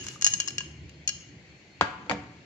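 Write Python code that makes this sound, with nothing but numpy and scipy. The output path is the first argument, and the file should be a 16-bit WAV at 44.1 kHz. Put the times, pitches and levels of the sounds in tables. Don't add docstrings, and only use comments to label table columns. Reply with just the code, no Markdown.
import sys
import numpy as np
from scipy import signal
from scipy.fft import rfft, irfft
from scipy.io import wavfile
from scipy.ndimage import uniform_filter1d

SR = 44100
rng = np.random.default_rng(int(sys.argv[2]) if len(sys.argv) > 2 else 0)


def wrap_up_sound(samples):
    columns = np.atleast_2d(samples).T
    tamed = np.clip(columns, -1, 1)
    steps = np.round(tamed * 32767).astype(np.int16)
    wavfile.write(sys.argv[1], SR, steps)


def volts(x):
    e = np.asarray(x, float) / 20
    return 10 ** e


N = 108045
LAG_S, BEFORE_S = 0.0003, 0.05


def read(points, hz, axis=1):
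    rows = np.transpose(points)
    return np.interp(np.log(hz + 1), np.log(rows[0] + 1), rows[axis])


def evened(x):
    return x / np.sqrt(np.mean(x ** 2) + 1e-20)


def empty_mix():
    return np.zeros((2, N + round(BEFORE_S * SR)))


def add(mix, s, sound):
    part = mix[:, round((s + LAG_S + BEFORE_S) * SR):][:, :sound.shape[1]]
    part += sound[:, :part.shape[1]]


# (frequency [Hz], likeness [0 to 1])
SAME = [(60, 0.96), (300, 0.92), (600, 0.66), (1200, 0.084), (15000, 0.021)]
# (frequency [Hz], left louder by [dB])
LEFT_DB = [(300, 0), (900, 0), (1650, 4), (3000, 3), (8000, 2)]


def pair(left, other, hz):
    same = np.clip(read(SAME, hz), 0, 1)
    tilt = volts(read(LEFT_DB, hz) / 2)
    right = same * left + np.sqrt(1 - same ** 2) * other
    return np.array([tilt * left, right / tilt])


def burst(colour, t60):
    t = np.arange(SR // 4) / SR
    hz = np.fft.rfftfreq(len(t), 1 / SR)
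    noise = rfft(rng.standard_normal((2, len(t))))
    z = pair(*noise, hz) * volts(read(colour, hz))
    return evened(irfft(z, len(t))) * volts(-60 * t / t60) * np.minimum(t / 0.00013, 1)


def ring(modes, ports, spot_db, rise_s):
    grip_detune = 0.0057
    t = np.arange(SR // 4) / SR
    side = np.array([0.5, -0.5])[:, None, None]
    hz, db, t60 = np.transpose(modes)[:, :, None]
    chance = spot_db * rng.standard_normal((5,) + db.shape)
    hz = hz * (1 + grip_detune * chance[3] / 3)
    t60 = t60 * volts(chance[4] / 2)
    balance = side * (read(ports, hz, axis=2) + chance[1] / 2)
    db = db + chance[0] + balance - 60 * t / np.abs(t60)
    lead = side * (read(ports, hz) + chance[2] / 10)
    sines = volts(db) * np.sin(2 * np.pi * hz * t + lead)
    return -sines.sum(1) * (1 - np.exp(-(t / rise_s) ** 2))


def hiss(colour, patchy_db):
    frames, hz = N // 256 + 5, np.fft.rfftfreq(1024, 1 / SR)
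    a, b, c, d, patches = rng.standard_normal((frames, 513, 5)).T
    patches = uniform_filter1d(patches, size=5, axis=0)
    patches = evened(uniform_filter1d(patches, size=8, axis=1))
    shape = volts(read(colour, hz)[:, None] + patchy_db * patches)
    z = pair(a + 1j * b, c + 1j * d, hz[:, None]) * shape
    return evened(signal.istft(z, nperseg=1024, noverlap=768)[1][:, :N])


# (frequency [Hz], level per Hz [dB])
AIR = [(300, -33.5), (500, -3.5), (1260, -13), (2200, -0.5), (3600, -12), (4340, -10.5), (5200, -15.5),
       (7500, -16), (16000, -24.5)]


def room_air():
    return volts(-56.5) * hiss(AIR, patchy_db=2.0)


# (frequency [Hz], level per Hz [dB])
RUMBLE = [(15, -62.5), (25, -37.5), (64, -12.5), (102, -6), (140, -0.5), (266, -15.5), (307, -5.5),
          (634, -32.5), (800, -25), (1040, -53), (1760, -120)]
# (time [s], level [dB])
TRAFFIC = [
    (0, -46.5),
    (.35, -50.5),
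    (.55, -48.5),
    (.85, -50.5),
    (1.05, -53.5),
    (1.4, -51.5),
    (1.6, -57),
    (1.9, -50),
    (2.15, -49),
    (2.45, -54),
]


def traffic():
    t = np.arange(N) / SR
    return volts(np.interp(t, *np.transpose(TRAFFIC)) + 0.5) * hiss(RUMBLE, patchy_db=2.5)


# (time [s], pitch [Hz], level [dB])
DRONE = [
    (0.45, 76.2, -73),
    (0.676, 74.3, -50),
    (1.3, 73, -60.5),
]


def engine():
    t = np.arange(N) / SR
    s, hz, db = np.transpose(DRONE)
    turn = 2 * np.pi * np.cumsum(np.interp(t, s, hz)) / SR
    fade = np.clip(np.minimum(t - s[0], s[-1] - t) / 0.17, 0, 1)
    tone = np.sin(turn) + volts(-3) * np.sin(2 * turn)
    return np.sqrt(2) * fade * volts(np.interp(t, s, db)) * tone


def cricket():
    pitch_hz, width_hz, level_db = 4290, 17, -72
    chirps_per_s, chirp_at_s, weaker_from_s = 5.0, 1.37, 1.8
    t = np.arange(N) / SR
    turn = 2 * np.pi * pitch_hz * t
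    wobble = uniform_filter1d(rng.standard_normal((2, N)), size=round(SR / width_hz / 2), axis=1)
    pulses = 1.2 + 0.45 * np.cos(2 * np.pi * chirps_per_s * (t - chirp_at_s))
    chirps = pulses * np.where(t < weaker_from_s, 1, 0.4)
    song = evened(wobble[0] * np.sin(turn) + wobble[1] * np.cos(turn))
    song = evened(song + 1.5 * np.sin(turn + 3 * np.sin(9 * t)))
    return volts(level_db) * chirps * song


# (frequency [Hz], time to fall 60 dB [s])
ROOM = [(100, 0.78), (400, 0.52), (1000, 0.77), (2500, 0.68), (5000, 0.47), (9000, 0.53)]


def room(x):
    taps = rng.choice([-1., 1.], (2, SR)) * (rng.random((2, SR)) < 0.06)
    taps[:, :round(0.006 * SR)] = 0
    hz, t, z = signal.stft(taps, SR, nperseg=256)
    z = pair(z[0], z[1], hz[:, None])
    dying = volts(-60 * t / read(ROOM, hz)[:, None])
    tail = signal.istft(z * dying, SR, nperseg=256)[1]
    tails = (tail, np.roll(tail, 300, axis=1))
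    echoes = sum(signal.fftconvolve(v[None], k, axes=1) for v, k in zip(x, tails))
    return echoes[:, :x.shape[1]] / np.linalg.norm(tail)


# (frequency [Hz], left leads by [radians], left louder by [dB])
KNOCK_PORTS = [(292, 0.046, -0.5), (600, .25, -4.5), (1060, 0.38, 2), (1670, 2.3, 10), (2150, 2.67, 7),
               (4560, 2, 8), (7000, 3.3, 8.5)]
# (time [s], level [dB], snap [dB], thud [dB], crack [dB])
KNOCKS = [
    (1.8104, -2.5, 9, -18, -19),
    (2.0628, -41.5, -11, -6, -11.5),
    (2.0959, -13.5, 8.5, -13.5, -14.5),
    (2.1034, -20, 6, -11.5, -21),
    (2.112, -14, 2.5, -14.5, -11),
    (2.1169, -24.5, 5, -5.5, -21.5),
]
# (frequency [Hz], level [dB], time to fall 60 dB [s])
SNAP = [(1072, -1.5, 0.0052), (1654, -2.5, 0.004), (2090, -6, 0.0045), (2894, -14, 0.0055),
        (3820, -23, 0.0064), (4610, -26, 0.013), (6700, -45, 0.011)]
RIM_SNAP = [(966, -6, 0.0068), (1382, -7.5, 0.0077), (2286, -4, 0.0084), (3040, -15, 0.0071),
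            (4570, -17, 0.0085), (6730, -28, 0.013)]
# (frequency [Hz], level [dB], time to fall 60 dB [s])
TABLE = [(84, -8.5, 0.14), (135.4, -7.5, 0.13), (201, -2.5, 0.097), (288, -7.5, 0.14), (416, -6.5, 0.06),
         (492, -12, 0.07), (575, 0.5, 0.045), (655, -4.5, 0.052), (770, -13, 0.019), (953, 4, 0.02),
         (1204, -1, 0.026), (1421, -1.5, 0.077), (1629, -9, 0.22)]
RIM_TABLE = [(79.5, -9.5, 0.25), (137, -9.5, .15), (200, -4, 0.12), (290, -2.5, 0.23), (421, -9.5, 0.1),
             (489, -3, 0.15), (588, -3.5, 0.064), (664, -5.5, 0.11), (742, -4, 0.079), (915.4, -4.5, 0.1),
             (1350, -7, 0.03), (2200, -13, .06), (2290, -11, .045)]
# (frequency [Hz], level [dB])
CRACK = [(70, -52.5), (150, -9.5), (500, -3), (1600, -8.5), (3300, -15), (5000, -23.5), (7500, -21.5),
         (16000, -33.5)]
# (frequency [Hz], level [dB])
RATTLE = [(200, -14), (600, -3), (1100, -1), (2000, -1.5), (3200, -8), (5000, -17), (7500, -20),
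          (16000, -40)]


def set_down():
    out = empty_mix()
    for s, db, snap_db, thud_db, crack_db in KNOCKS:
        first = s == KNOCKS[0][0]
        snap = ring(SNAP if first else RIM_SNAP, KNOCK_PORTS, 2.1, 0.00061)
        thud = ring(TABLE if first else RIM_TABLE, KNOCK_PORTS, 2.0, 0.0029)
        rattle = volts(-29) * burst(RATTLE, 0.3)
        crack = burst(CRACK, 0.081) + volts(6.5) * burst(CRACK, 0.013)
        hit = volts(snap_db) * snap + volts(thud_db) * thud + rattle + volts(crack_db) * crack
        add(out, s, volts(db) * hit)
    return out


# (frequency [Hz], left leads by [radians], left louder by [dB])
TICK_PORTS = [(1000, 0.7, -3.5), (1650, 1.5, 7.5), (2300, -2, 3.5), (2800, 1.81, 2), (4710, 2.5, 13),
              (5310, -1, 7.5), (6650, 2.3, 5), (14600, -1.8, 1.5)]
# (time [s], level [dB], pitch [Hz])
PALM = [
    (.159, -36.5, 1210),
    (0.476, -40, 1125),
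    (0.606, -39, 1030),
    (1.091, -46, 628),
]


def palm_taps(out):
    for s, db, hz in PALM:
        add(out, s, ring([(hz, db, 0.03)], TICK_PORTS, 0, 0.00051))


# (frequency [Hz], level [dB])
CLICK = [(500, -35), (1000, -14.5), (2500, -9.5), (4100, -13), (5200, -9), (7100, -6), (10000, -3),
         (16000, -23)]
# (time [s], level [dB])
SLIDE = [
    (0, -75),
    (.04, -37.5),
    (.07, -47.5),
    (.11, -42),
    (.15, -46),
    (.2, -65),
]


def slide(out):
    t = np.arange(SR // 4) / SR
    grit = volts(24 * uniform_filter1d(rng.standard_normal(len(t)), size=120))
    level = volts(np.interp(t, *np.transpose(SLIDE), right=-120))
    add(out, 0, level * grit * burst(CLICK, 91))


# (time [s], level [dB], low ring [dB], middle ring [dB], click [dB])
TICKS = [(0.0659, -32, -6.5, -3, 0), (0.0837, -32.5, -6, 0, 3.5), (0.2115, -29, -15, -8, -4),
         (0.2218, -20.5, -6.5, -4, -2.5), (0.2439, -11, -10.5, -4.5, -10), (0.2642, -11, -8, -8, -4),
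         (0.2672, -20, -8.5, -7, -9), (0.2732, -16, -9.5, -7, -8.5), (0.3174, -36, -6, -8, 0),
         (0.3361, -18.5, -8, -8, -8), (0.4002, -15.5, -7, -6, -10), (0.417, -33, -4, -15, -6),
         (0.4752, -27.5, -6.5, -2, -6), (0.4823, -24, -6, -1.5, -7.5), (0.5047, -41.5, 3.5, -17, 4),
         (0.5813, -21.5, 0, -3, -3.5), (0.605, -34, 7, -6.5, -16), (0.8934, -55, 3, -8, 11),
         (1.0754, -17, -12, -5, -19), (1.0893, -23.5, -5.5, 2, -9.5), (1.0918, -27.5, -4.5, -9, -11)]
EARLIER_TICK = (-0.05, -18, 2, -5, -3.5)
TURN_DB = [-2.5, 0.8, -0.1, -1.5, -3, -5, -2, -3, -3, 0.1, -3.5, 1, 0, -3.5, -0.5, -4, 1, -2, 1, 6.5, 1,
           -2.5]
# (frequency [Hz], level [dB], time to fall 60 dB [s], place in its twin pair)
PLATE_LOW = [(1653, -12, 0.075, -0.84), (2380, -11.5, 0.04, 1), (2854, -7.5, 0.031, 0.96),
             (2848, -1.5, 0.068, -0.085), (2875, -9, .05, -1.1), (3160, -7.5, 0.047, 0.98)]
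PLATE_MID = [(3630, -18, 0.026, -1), (4197, -9.5, 0.047, -0.46), (4430, -11.5, 0.045, 1),
             (4513, -17, 0.047, -1), (5240, 1, 0.027, -0.82), (5590, -6, .035, 0.97), (5900, -15, .025, 1)]
PLATE_HIGH = [(6455, -10, 0.029, -1), (6473, -3, 0.026, -1.8), (6530, -4, 0.04, -1), (6660, -0.5, 0.032, 1),
              (6700, -8.5, 0.017, 0), (6870, -11, 0.012, 0.95), (7250, -13, .022, 0.14),
              (7970, -2, 0.022, -1)]
PLATE_TOP = [(8400, -17, 0.02, 0), (9300, -9.5, 0.022, 0.00082), (10750, -17.5, 0.025, 0),
             (12700, -18, 0.03, 0.0015), (14760, -16, .035, 0)]


def plate_ticks(out):
    strikes = [EARLIER_TICK] + list(TICKS)
    for (s, db, low_db, mid_db, click_db), turn_db in zip(strikes, TURN_DB):
        groups = ((PLATE_LOW, low_db), (PLATE_MID, mid_db), (PLATE_HIGH, 0), (PLATE_TOP, 0))
        struck = []
        for modes, group_db in groups:
            for hz, mode_db, t60, place in modes:
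                struck.append((hz, mode_db + group_db + place * turn_db, t60))
        body = ring(struck, TICK_PORTS, 1.2, 0.00068)
        click = volts(click_db + 6) * burst(CLICK, 0.019)
        wash = volts(-16.5) * burst(CLICK, 0.081)
        add(out, s, volts(db - 1.5) * (body + click + wash))


def sweets():
    out = empty_mix()
    plate_ticks(out)
    palm_taps(out)
    slide(out)
    return out


def scene():
    background = traffic() + engine() + room_air() + cricket()
    ticks, knocks = sweets(), set_down()
    echoes = room(volts(-11) * ticks + volts(-12) * knocks)
    return (ticks + knocks + echoes)[:, -N:] + background


def gate(top, whole):
    neighbours_db, mask_db = -1.5, -61
    z = signal.stft(top, nperseg=512)[2]
    loud = abs(signal.stft(whole, nperseg=512)[2]).max(axis=(0, 1))
    power = (abs(z) ** 2).mean(0)
    level = np.sqrt(abs(uniform_filter1d(power, size=3, axis=1)))
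    neighbours = uniform_filter1d(level, size=25, axis=0)
    ratio = level / (volts(neighbours_db) * neighbours + volts(mask_db) * loud)
    kept = 1.5 * ratio ** 6 / (1 + ratio ** 6)
    return signal.istft(z * kept, nperseg=512)[1][:, :N]


def band_limit(x):
    return signal.sosfilt(signal.butter(12, 16450, fs=SR, output="sos"), x)


def record(dry):
    low_hz, edge_hz, ceiling = 56, 7500, 0.9
    dry = ceiling * np.tanh(dry / ceiling)
    low = signal.sosfilt(signal.cheby2(10, 45, edge_hz * 1.12, fs=SR, output="sos"), dry)
    top = signal.sosfilt(signal.butter(6, edge_hz, "high", fs=SR, output="sos"), dry)
    bass_cut = signal.butter(3, low_hz, "high", fs=SR, output="sos")
    heard = signal.sosfilt(bass_cut, low + gate(volts(-22) * top, low))
    return band_limit(heard)


dry = scene()
out = record(dry)
wrap_up_sound(out)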